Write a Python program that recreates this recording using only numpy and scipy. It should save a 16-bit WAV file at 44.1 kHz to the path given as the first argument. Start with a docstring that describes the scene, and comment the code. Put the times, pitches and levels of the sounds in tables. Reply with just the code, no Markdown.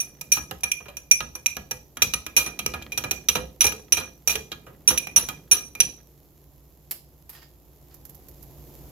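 """A metal spoon stirs sauce briskly in a small glass bowl on a kitchen counter, close up. Each blow ticks,
clacks, rings the glass and knocks the bowl on the counter; the kitchen echoes. The sauce churns and its air
pockets plop. Then the spoon clicks against steel tongs on a skillet. A faint sizzle and a fan's low hum run
throughout; the whole background swells at the end."""
import sys
import numpy as np
from scipy import signal
from scipy.fft import rfft, irfft
from scipy.io import wavfile
from scipy.ndimage import uniform_filter1d

SR = 44100
rng = np.random.default_rng(int(sys.argv[2]) if len(sys.argv) > 2 else 0)


def bounce(signal):
    """Save signal as a 16-bit WAV file at the path given by the first command-line argument."""
    frames = np.transpose(np.atleast_2d(signal))
    limited = np.clip(frames, -1, 1)
    pcm = np.round(limited * 32767).astype(np.int16)
    wavfile.write(sys.argv[1], SR, pcm)


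N = 392928
BLOW_SAMPLES, HEAD_SAMPLES = 20000, 1102
TIME_S, AGE_S = np.arange(N) / SR, np.arange(BLOW_SAMPLES) / SR

# spoon on glass
# (time [s], knock [dB], clack [dB], low ring [dB], main ring [dB], length [s], tick tilt [dB])
BLOWS = [(.002, -52, -45.5, -36.5, -24.5, 0.016, 1.5), (.211, -48.5, -49.5, -43.5, -40.5, 0.0073, 7),
         (.3183, -44, -30, -23.5, -15, 0.017, 2.5), (.37, -33, -40, -34.5, -46, 0.011, 1),
         (0.5107, -35.5, -38.5, -58, -54, 0.0057, 3.5), (.607, -71, -70, -65, -60, 0.007, 5),
         (.634, -37.5, -34, -27.5, -25.5, 0.011, -4.5), (0.7163, -51.5, -33.5, -25.5, -24, 0.0061, -2),
         (0.804, -46.5, -64.5, -67.5, -80, 0.0084, -1.5), (.857, -47, -56.5, -52, -96, 0.0096, 0),
         (0.883, -46.5, -49.5, -47, -65, 0.013, -2), (0.9692, -51.5, -48, -42.5, -36.5, 0.0083, 0.5),
         (1.1121, -45, -31.5, -17.5, -10.5, .011, 0.5), (1.205, -33.5, -33.5, -39, -56, 0.0066, -2),
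         (1.3522, -44.5, -49.5, -44, -35.5, 0.0087, -0.5), (1.46, -42, -32, -25, -20, 0.007, -1),
         (1.5673, -36, -41.5, -42, -41, 0.0048, 0), (1.7104, -37.5, -41.5, -37.5, -30, 0.0096, 3),
         (1.9697, -39, -42, -49, -44, 0.007, -3.5), (2.0197, -30, -22, -21.5, -18, .011, 2),
         (2.1369, -33, -28, -33, -25.5, 0.0071, -4), (2.2644, -41, -40.5, -38.5, -42, 0.0057, 0),
         (2.3654, -32, -25, -19.5, -16, 0.019, 2.5), (2.462, -37.5, -40, -33, -37, 0.015, -2.5),
         (2.5901, -38.5, -33.5, -34.5, -36.5, 0.01, -1.5), (2.6621, -33, -31.5, -31.5, -27.5, 0.0039, 0),
         (2.737, -33.5, -39, -35.5, -49, 0.012, -3.5), (2.8223, -53, -44.5, -44.5, -61, 0.008, -3),
         (2.92, -48.5, -40, -32.5, -41, 0.011, -3.5), (2.9759, -36, -31.5, -32.5, -27.5, 0.0091, 1.5),
         (3.038, -32.5, -37.5, -34, -42, 0.0094, -1.5), (3.1101, -35, -31.5, -30, -26.5, 0.0088, 3),
         (3.286, -34, -22, -31, -18.5, .011, -0.5), (3.3528, -26, -28, -33, -31, 0.013, -3),
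         (3.6077, -37.5, -22, -27, -15.5, 0.016, -1), (3.643, -27.5, -33, -26.5, -20, 0.014, 2),
         (3.665, -38.5, -28.5, -25, -23.5, 0.013, 1.5), (3.722, -40.5, -41, -45, -44.5, 0.0066, 0),
         (3.9224, -37, -25.5, -27.5, -14.5, .012, -1.5), (3.9694, -33, -31.5, -28, -33, 0.017, -1.5),
         (4.2744, -35, -31.5, -30.5, -19.5, 0.0099, 4.5), (4.295, -38, -31, -26, -27, 0.019, 2.5),
         (4.3547, -36, -29.5, -36.5, -35, 0.0069, -4), (4.517, -39, -33.5, -44, -59, 0.011, -3),
         (4.666, -46, -63.5, -60, -68, 0.015, 0.5), (4.8755, -34.5, -27.5, -29, -13.5, 0.019, -2),
         (4.905, -28.5, -33.5, -38, -28, .013, -1), (4.9754, -62, -28.5, -29.5, -22, 0.011, -3),
         (5.07, -42, -45, -35.5, -47, 0.0073, 0.5), (5.1614, -32.5, -26, -31, -12.5, 0.018, -0.5),
         (5.2867, -36.5, -36, -37, -41, 0.01, 3.5), (5.513, -34, -27, -24, -12.5, 0.019, -2),
         (5.7515, -47.5, -48.5, -39.5, -48.5, 0.0068, -0.5), (5.8023, -38, -22, -28, -14, 0.0089, -4)]
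# bending modes, split in close pairs (frequency [Hz], level [dB], free t60 [s], ring [0 low/1 main/2 top])
GLASS_MODES = [(2411, 0, .22, 0), (2450, -4, .14, 0), (2545, -14, .1, 0), (5845, -3, .16, 1),
               (5916, 0, .28, 1), (6050, -13, .1, 1), (7390, -17, .2, 1), (10315, -2, .22, 2),
               (10375, 0, .26, 2), (10440, -8, .16, 2), (11375, -17, .2, 2), (14853, -17, .2, 2)]
# bowl balance as the hand-held microphone drifts (time [s], left minus right [dB])
BOWL_PAN_DB = [(1.2, -3.5), (1.7, -3), (4.9, -3.5), (5.8, -4.5)]
# resonances (frequency [Hz], width [Hz], height over the broad spectrum [dB])
BOWL_MODES = [(344, 22, 5), (420, 24, 8), (505, 20, 8), (760, 50, 2), (1256, 40, 10.5), (1400, 40, 4),
              (1667, 16, 14), (1840, 16, 6), (1955, 16, 12)]
SPOON_MODES = [(2845, 45, 8), (3237, 24, 10.5), (3830, 90, 6), (3966, 70, 12), (4130, 70, 5), (4310, 60, 4),
               (7450, 200, 4)]
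TONG_MODES = [(1830, 18, 19), (2880, 30, 9), (3240, 30, 9), (4950, 200, 10), (7250, 100, 9)]
# how hard the spoon digs into the sauce (time [s], gain [dB])
DIGGING_DB = [(0, -57), (1.8, -74.5), (2.6, -50.5), (4.1, -60), (5.9, -51.5), (6.2, -74)]
# air pockets in the sauce (time [s], start frequency [Hz], level [dB])
AIR_POCKETS = [(.884, 564, -47), (3.434, 500, -46.5), (3.734, 424, -44), (4.35, 421, -37),
               (4.67, 509, -52.5), (5.225, 480, -47)]
# spoon on tongs (time [s], clang [dB], tick [dB], rise [s], length [s], freedom to ring [0-1])
TONG_BLOWS = [(6.9101, -46, -27.5, 0.00033, 0.0067, 0.56), (7.2933, -55, -40.5, 0.00043, 0.009, 0.34),
              (7.324, -58, -50, .005, 0.018, 0.6), (7.347, -53, -57, 0.0045, 0.014, 0.8),
              (7.417, -55, -60, 0.0086, 0.0088, 1), (7.9, -65, -70, .01, 0.015, .6)]
# sauce spitting on hot iron (time [s], level [dB])
SPIT_EVENTS = [(7.9422, -49.5), (8.0524, -45.5), (8.0947, -47.5), (8.1468, -50.5), (8.2847, -48.5),
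               (8.4248, -48)]
# fan hum (frequency [Hz], relative level [dB])
HUM_LINES = [(59.5, -57), (145, -60.5), (290.7, -69.5), (349.9, -68.5)]
# broad spectra (frequency [Hz], gain [dB])
TICK_EQ = [(500, -27), (2500, -19), (5000, -8.5), (7400, -2.5), (8400, -16.5), (9500, -17.5), (10500, -3.5),
           (11600, 1), (13200, -1), (14000, -6), (15200, -5.5), (16200, -18)]
CLACK_EQ = [(500, -25.5), (1800, -8.5), (2700, 2.5), (3500, 1), (4900, -7.5), (6300, -3.5), (7500, -16),
            (8500, -25.5), (12000, -34)]
KNOCK_EQ = [(60, -20.5), (200, -1), (400, -1), (900, 1), (1500, -2.5), (2200, -11.5), (3000, -5.5),
            (6000, -41)]
THUD_EQ = [(20, -24.5), (45, -15.5), (66, 9), (95, 0), (140, 0.5), (220, -3.5), (330, -12.5), (600, -32),
           (2000, -73.5)]
CHURN_EQ = [(30, -17.5), (70, -2), (150, 9.5), (450, -2), (900, -16.5), (2000, -25.5), (6000, -32)]
SQUELCH_EQ = [(150, -13.5), (500, 0), (1300, -8.5), (3500, -8), (9000, -33)]
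CLANG_EQ = [(100, -29.5), (600, 2), (1200, 2.5), (5000, -1.5), (7500, -7.5), (9000, -21.5), (16000, -12)]
TONG_TICK_EQ = [(3000, -18.5), (9500, -14), (10500, -7), (12500, 1), (13600, -2), (15000, -6),
                (16200, -19.5)]
SIZZLE_EQ = [(500, -25.5), (1800, -7.5), (4500, -7), (7500, -4.5), (8500, -19.5), (10000, -8), (12000, 4),
             (14000, 1), (15400, -4), (16200, -25.5)]
SPIT_EQ = [(800, -8.5), (3000, -15.5), (7500, -4.5), (8500, -19), (12000, 7), (15200, -4), (16200, -22)]
FAN_EQ = [(20, -11.5), (45, -6), (60, 5), (85, 1.5), (110, -2.5), (145, 2), (200, -8), (350, -6.5),
          (700, -13), (1100, -21), (2000, -37.5), (6000, -41)]
# kitchen decay (frequency [Hz], t60 [s])
ROOM_T60_S = [(100, 0.5), (400, 0.44), (1500, 0.2), (5000, 0.37), (10000, .29), (16000, 0.24)]


def stirring(knock_pan_db=-2.5):
    """Spoon strikes glass: tick, clack, three rings, and a knock that thuds into the counter."""
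    out = np.zeros((2, N))
    rooms = [kitchen() for _ in range(8)]
    for k, (time_s, knock_db, clack_db, low_db, main_db, length_s, tick_tilt_db) in enumerate(BLOWS):
        room = rooms[k % len(rooms)]
        tick_db, top_db = brightness_db(clack_db, main_db, length_s, tick_tilt_db)
        drag_s = length_s * (.55 + (length_s / .02) ** 2)  # long blows drag along the wall
        tick = colour(contact(drag_s, rise_s=.0002, coherence=.22), TICK_EQ)
        clack = colour(contact(drag_s, rise_s=.00015, coherence=.56), CLACK_EQ, SPOON_MODES)
        knock = colour(contact(1.27 * drag_s, rise_s=.001, coherence=.65), KNOCK_EQ, BOWL_MODES)
        low = glass_ring(0, length_s, choked_db=-17, free_ratio=1.4)
        main = glass_ring(1, length_s, choked_db=-22.5, free_ratio=1.15)
        top = glass_ring(2, length_s, choked_db=-21.5, free_ratio=1.4)
        blow = in_room(tick, room, tick_db, wet_db=-10)
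        blow += in_room(clack, room, clack_db - .5, wet_db=-12)
        blow += in_room(knock, room, knock_db - 1, wet_db=-3.5) * pan(knock_pan_db)
        blow += in_room(low, room, low_db, wet_db=-4)
        blow += in_room(main, room, main_db, wet_db=-12.5)
        blow += in_room(top, room, top_db, wet_db=-11)
        blow = delay_left(blow) * pan(np.interp(time_s, *np.transpose(BOWL_PAN_DB)))
        thud = colour(contact(.048, rise_s=.0019, coherence=.96), THUD_EQ)
        add(out, time_s, blow + amp(knock_db - 17.5) * unit_rms(thud))
    return out


def glass_ring(ring, length_s, choked_db, free_ratio, scatter_rad=.94):
    """The glass rings freely for a moment, then the spoon leans on it and chokes it."""
    free_s = free_ratio * max(length_s, .003)
    choke = amp(choked_db) + 1 / (1 + (AGE_S / free_s) ** 6)
    detune = 1 + .001 * rng.standard_normal()  # moving sauce detunes the glass
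    out = np.zeros((2, BLOW_SAMPLES))
    for hz, db, t60_s, mode_ring in GLASS_MODES:
        if mode_ring == ring:
            phase_rad = 2 * np.pi * (hz * detune * AGE_S + rng.random())
            stereo_rad = scatter_rad * rng.standard_normal((2, 1))
            out += amp(db - 60 * AGE_S / t60_s) * np.sin(phase_rad + stereo_rad)
    return out * choke * attack(.00019)


def brightness_db(clack_db, main_db, length_s, tick_tilt_db, mid_db=-30, mid_s=.01, top_db_per_s=648.5):
    """Louder blows tick more, longer ones feed the top ring; tilt trades top ring for tick."""
    clack_over_db, main_over_db = clack_db - mid_db, main_db - mid_db
    tick_db = -30.5 + .46 * clack_over_db + .33 * main_over_db + tick_tilt_db
    top_db = -38 + .92 * main_over_db + top_db_per_s * (length_s - mid_s) - tick_tilt_db
    return tick_db, top_db


def contact(decay_s, rise_s, coherence, rough_db=3):
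    """Contact force: a dying rush of tiny impacts."""
    grain = unit_rms(uniform_filter1d(rng.standard_normal(BLOW_SAMPLES), size=40))
    envelope = attack(rise_s) * np.exp(-AGE_S / max(decay_s, .001))
    return noise(BLOW_SAMPLES, coherence) * amp(rough_db * grain) * envelope


def sauce(churn_db=.5, squelch_db=-9, burst_s=.0033, crest_s=.085):
    """Thick sauce churns and squelches; each blow pushes a wave that crests and settles."""
    churn = unit_rms(colour(noise(N, .99), CHURN_EQ))
    bursts = signal.lfilter([1], [1, -np.exp(-1 / (burst_s * SR))], pops(rate_hz=45, spread_db=5.2))
    squelch = unit_rms(colour(noise(N, .75) * bursts, SQUELCH_EQ, BOWL_MODES))
    ages = (np.maximum(TIME_S - time_s, 0) / crest_s for time_s, *_ in BLOWS)
    waves = np.sqrt(sum((age * np.exp(1 - age)) ** 2 for age in ages))  # powers add
    digging = amp(np.interp(TIME_S, *np.transpose(DIGGING_DB)))
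    return digging * waves * (amp(churn_db) * churn + amp(squelch_db) * squelch) * pan(-2.5)


def plops(glide_per_s=.85, t60_s=.11):
    """Air pockets close in the sauce and ring, rising slightly in pitch."""
    out = np.zeros((2, N))
    for time_s, hz, db in AIR_POCKETS:
        tone = np.sin(2 * np.pi * hz * AGE_S * (1 + glide_per_s * AGE_S))
        bubble = tone * amp(-60 * AGE_S / t60_s) * attack(.0039)
        add(out, time_s, in_room(bubble * pan(-1.8), kitchen(), db, wet_db=-5.5))
    return out


def tongs():
    """The spoon taps and slides on steel tongs: a clang and a bright tick."""
    out = np.zeros((2, N))
    for time_s, clang_db, tick_db, rise_s, length_s, freedom in TONG_BLOWS:
        room = kitchen()
        modes = [(hz, width_hz, freedom * db) for hz, width_hz, db in TONG_MODES]
        drag_s = length_s * (.83 + (length_s / .014) ** 2)
        clang = colour(contact(drag_s, rise_s, coherence=.59), CLANG_EQ, modes)
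        tick = colour(contact(drag_s, rise_s, coherence=.23), TONG_TICK_EQ)
        blow = in_room(clang, room, clang_db + 2, wet_db=-2)
        blow += in_room(tick, room, tick_db - 1, wet_db=-8.5)
        add(out, time_s, blow * pan(-4))
    return out


def skillet(crackle_db=-67, hiss_db=-64):
    """Tiny bubbles burst on hot iron: a faint fizz and a few louder spits."""
    bubbles = pops(rate_hz=700, spread_db=2.9) * noise(N, .68)
    crackle = amp(crackle_db) * unit_rms(colour(bubbles, SIZZLE_EQ))
    hiss = amp(hiss_db) * unit_rms(colour(noise(N, .061), SIZZLE_EQ))
    out = (crackle + hiss) * swell() * pan(-2.7)
    room = kitchen()
    for time_s, db in SPIT_EVENTS:
        spit = colour(contact(.0096, rise_s=.0002, coherence=.26), SPIT_EQ)
        add(out, time_s, in_room(spit, room, db, wet_db=-15) * pan(-9.5))
    return out


def fan(gain_db=-2.5, rush_db=-55, waver_rad=.94):
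    """Kitchen fan: a low rush of air and wavering hum lines."""
    knots_s = np.linspace(0, TIME_S[-1], num=45)
    hum = np.zeros(N)
    for hz, db in HUM_LINES:
        drift_rad = np.interp(TIME_S, knots_s, waver_rad * rng.standard_normal(len(knots_s)))
        hum += amp(db) * np.sqrt(2) * np.sin(2 * np.pi * hz * TIME_S + drift_rad)
    rush = amp(rush_db) * unit_rms(colour(noise(N, .78), FAN_EQ))
    return amp(gain_db) * swell() * (rush + hum) * pan(-1.5)


def swell(start_s=7.56, db_per_s=7):
    """Fan and sizzle gain: flat, then rising."""
    return amp(db_per_s * np.maximum(TIME_S - start_s, 0))


def kitchen(coherent_below_hz=600, build_s=.00078):
    """Frequency response of one random pattern of dense echoes; the bass lasts longest."""
    hz, age_s, (left, other) = signal.stft(noise(BLOW_SAMPLES, 0), SR, nperseg=256)
    coherence = np.exp(-(hz / coherent_below_hz) ** 2)[:, None]
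    decay = amp(-60 * age_s / at_hz(ROOM_T60_S, hz)[:, None])
    _, tail = signal.istft(stereo(left, other, coherence) * decay, SR, nperseg=256)
    tail = tail[:, :BLOW_SAMPLES] * (1 - np.exp(-(AGE_S / build_s) ** 2))
    return rfft(tail / np.linalg.norm(tail[0]), 2 * BLOW_SAMPLES)


def in_room(x, room, level_db, wet_db):
    """Adds echoes, then sets the rms of the first 25 ms."""
    echoes = irfft(rfft(x, 2 * BLOW_SAMPLES) * room)[:, :BLOW_SAMPLES]
    x = x + amp(wet_db) * echoes
    return amp(level_db) * x / np.sqrt(np.mean(x[:, :HEAD_SAMPLES] ** 2) + 1e-20)


def colour(x, eq, modes=(), fft_size=4096):
    """Minimum-phase filter: resonances on a broad spectrum."""
    hz = abs(np.fft.fftfreq(fft_size, 1 / SR))
    peaks = sum(amp(2 * db) / (1 + (2 * (hz - mode_hz) / width_hz) ** 2)
                for mode_hz, width_hz, db in modes)
    log_gain = np.log(amp(at_hz(eq, hz)) * np.sqrt(1 + peaks))
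    response = np.exp(signal.hilbert(log_gain).conj())
    taps = np.fft.ifft(response).real[:fft_size // 2]
    return signal.fftconvolve(x, taps[None], axes=1)[:, :x.shape[1]]


def pops(rate_hz, spread_db):
    """Random impulses of uneven strength."""
    return (rng.random(N) < rate_hz / SR) * amp(spread_db * np.minimum(rng.exponential(1, N), 4))


def noise(samples, coherence):
    return stereo(*rng.standard_normal((2, samples)), coherence)


def stereo(left, other, coherence):
    """Two independent noises to a partly alike pair."""
    return np.array([left, coherence * left + np.sqrt(1 - coherence ** 2) * other])


def delay_left(x, samples=3):
    """Sound from the right reaches the left microphone late."""
    return np.array([np.pad(x[0], (samples, 0))[:x.shape[1]], x[1]])


def pan(left_minus_right_db):
    return unit_rms(amp([[left_minus_right_db / 2], [-left_minus_right_db / 2]]))


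def attack(rise_s):
    return 1 - np.exp(-AGE_S / rise_s)


def at_hz(table, hz):
    knots_hz, values = np.transpose(table)
    return np.interp(np.log(hz + 1), np.log(knots_hz), values)


def add(mix, time_s, sound):
    part = mix[:, max(round(time_s * SR), 0):][:, :sound.shape[1]]
    part += sound[:, :part.shape[1]]


def amp(db):
    return 10 ** (np.asarray(db) / 20)


def unit_rms(x):
    return x / np.sqrt(np.mean(x ** 2) + 1e-20)


def scene():
    """Bowl, skillet and fan in stereo."""
    return stirring() + sauce() + plops() + tongs() + skillet() + fan()


def record(dry):
    """Soft clip, then a 16 kHz low-pass."""
    rounded = dry / (1 + dry ** 6) ** (1 / 6)
    lowpass = signal.firwin(255, 16000, window=("kaiser", 8), fs=SR)
    return signal.oaconvolve(rounded, lowpass[None], "same")


dry = scene()
out = record(dry)
bounce(out)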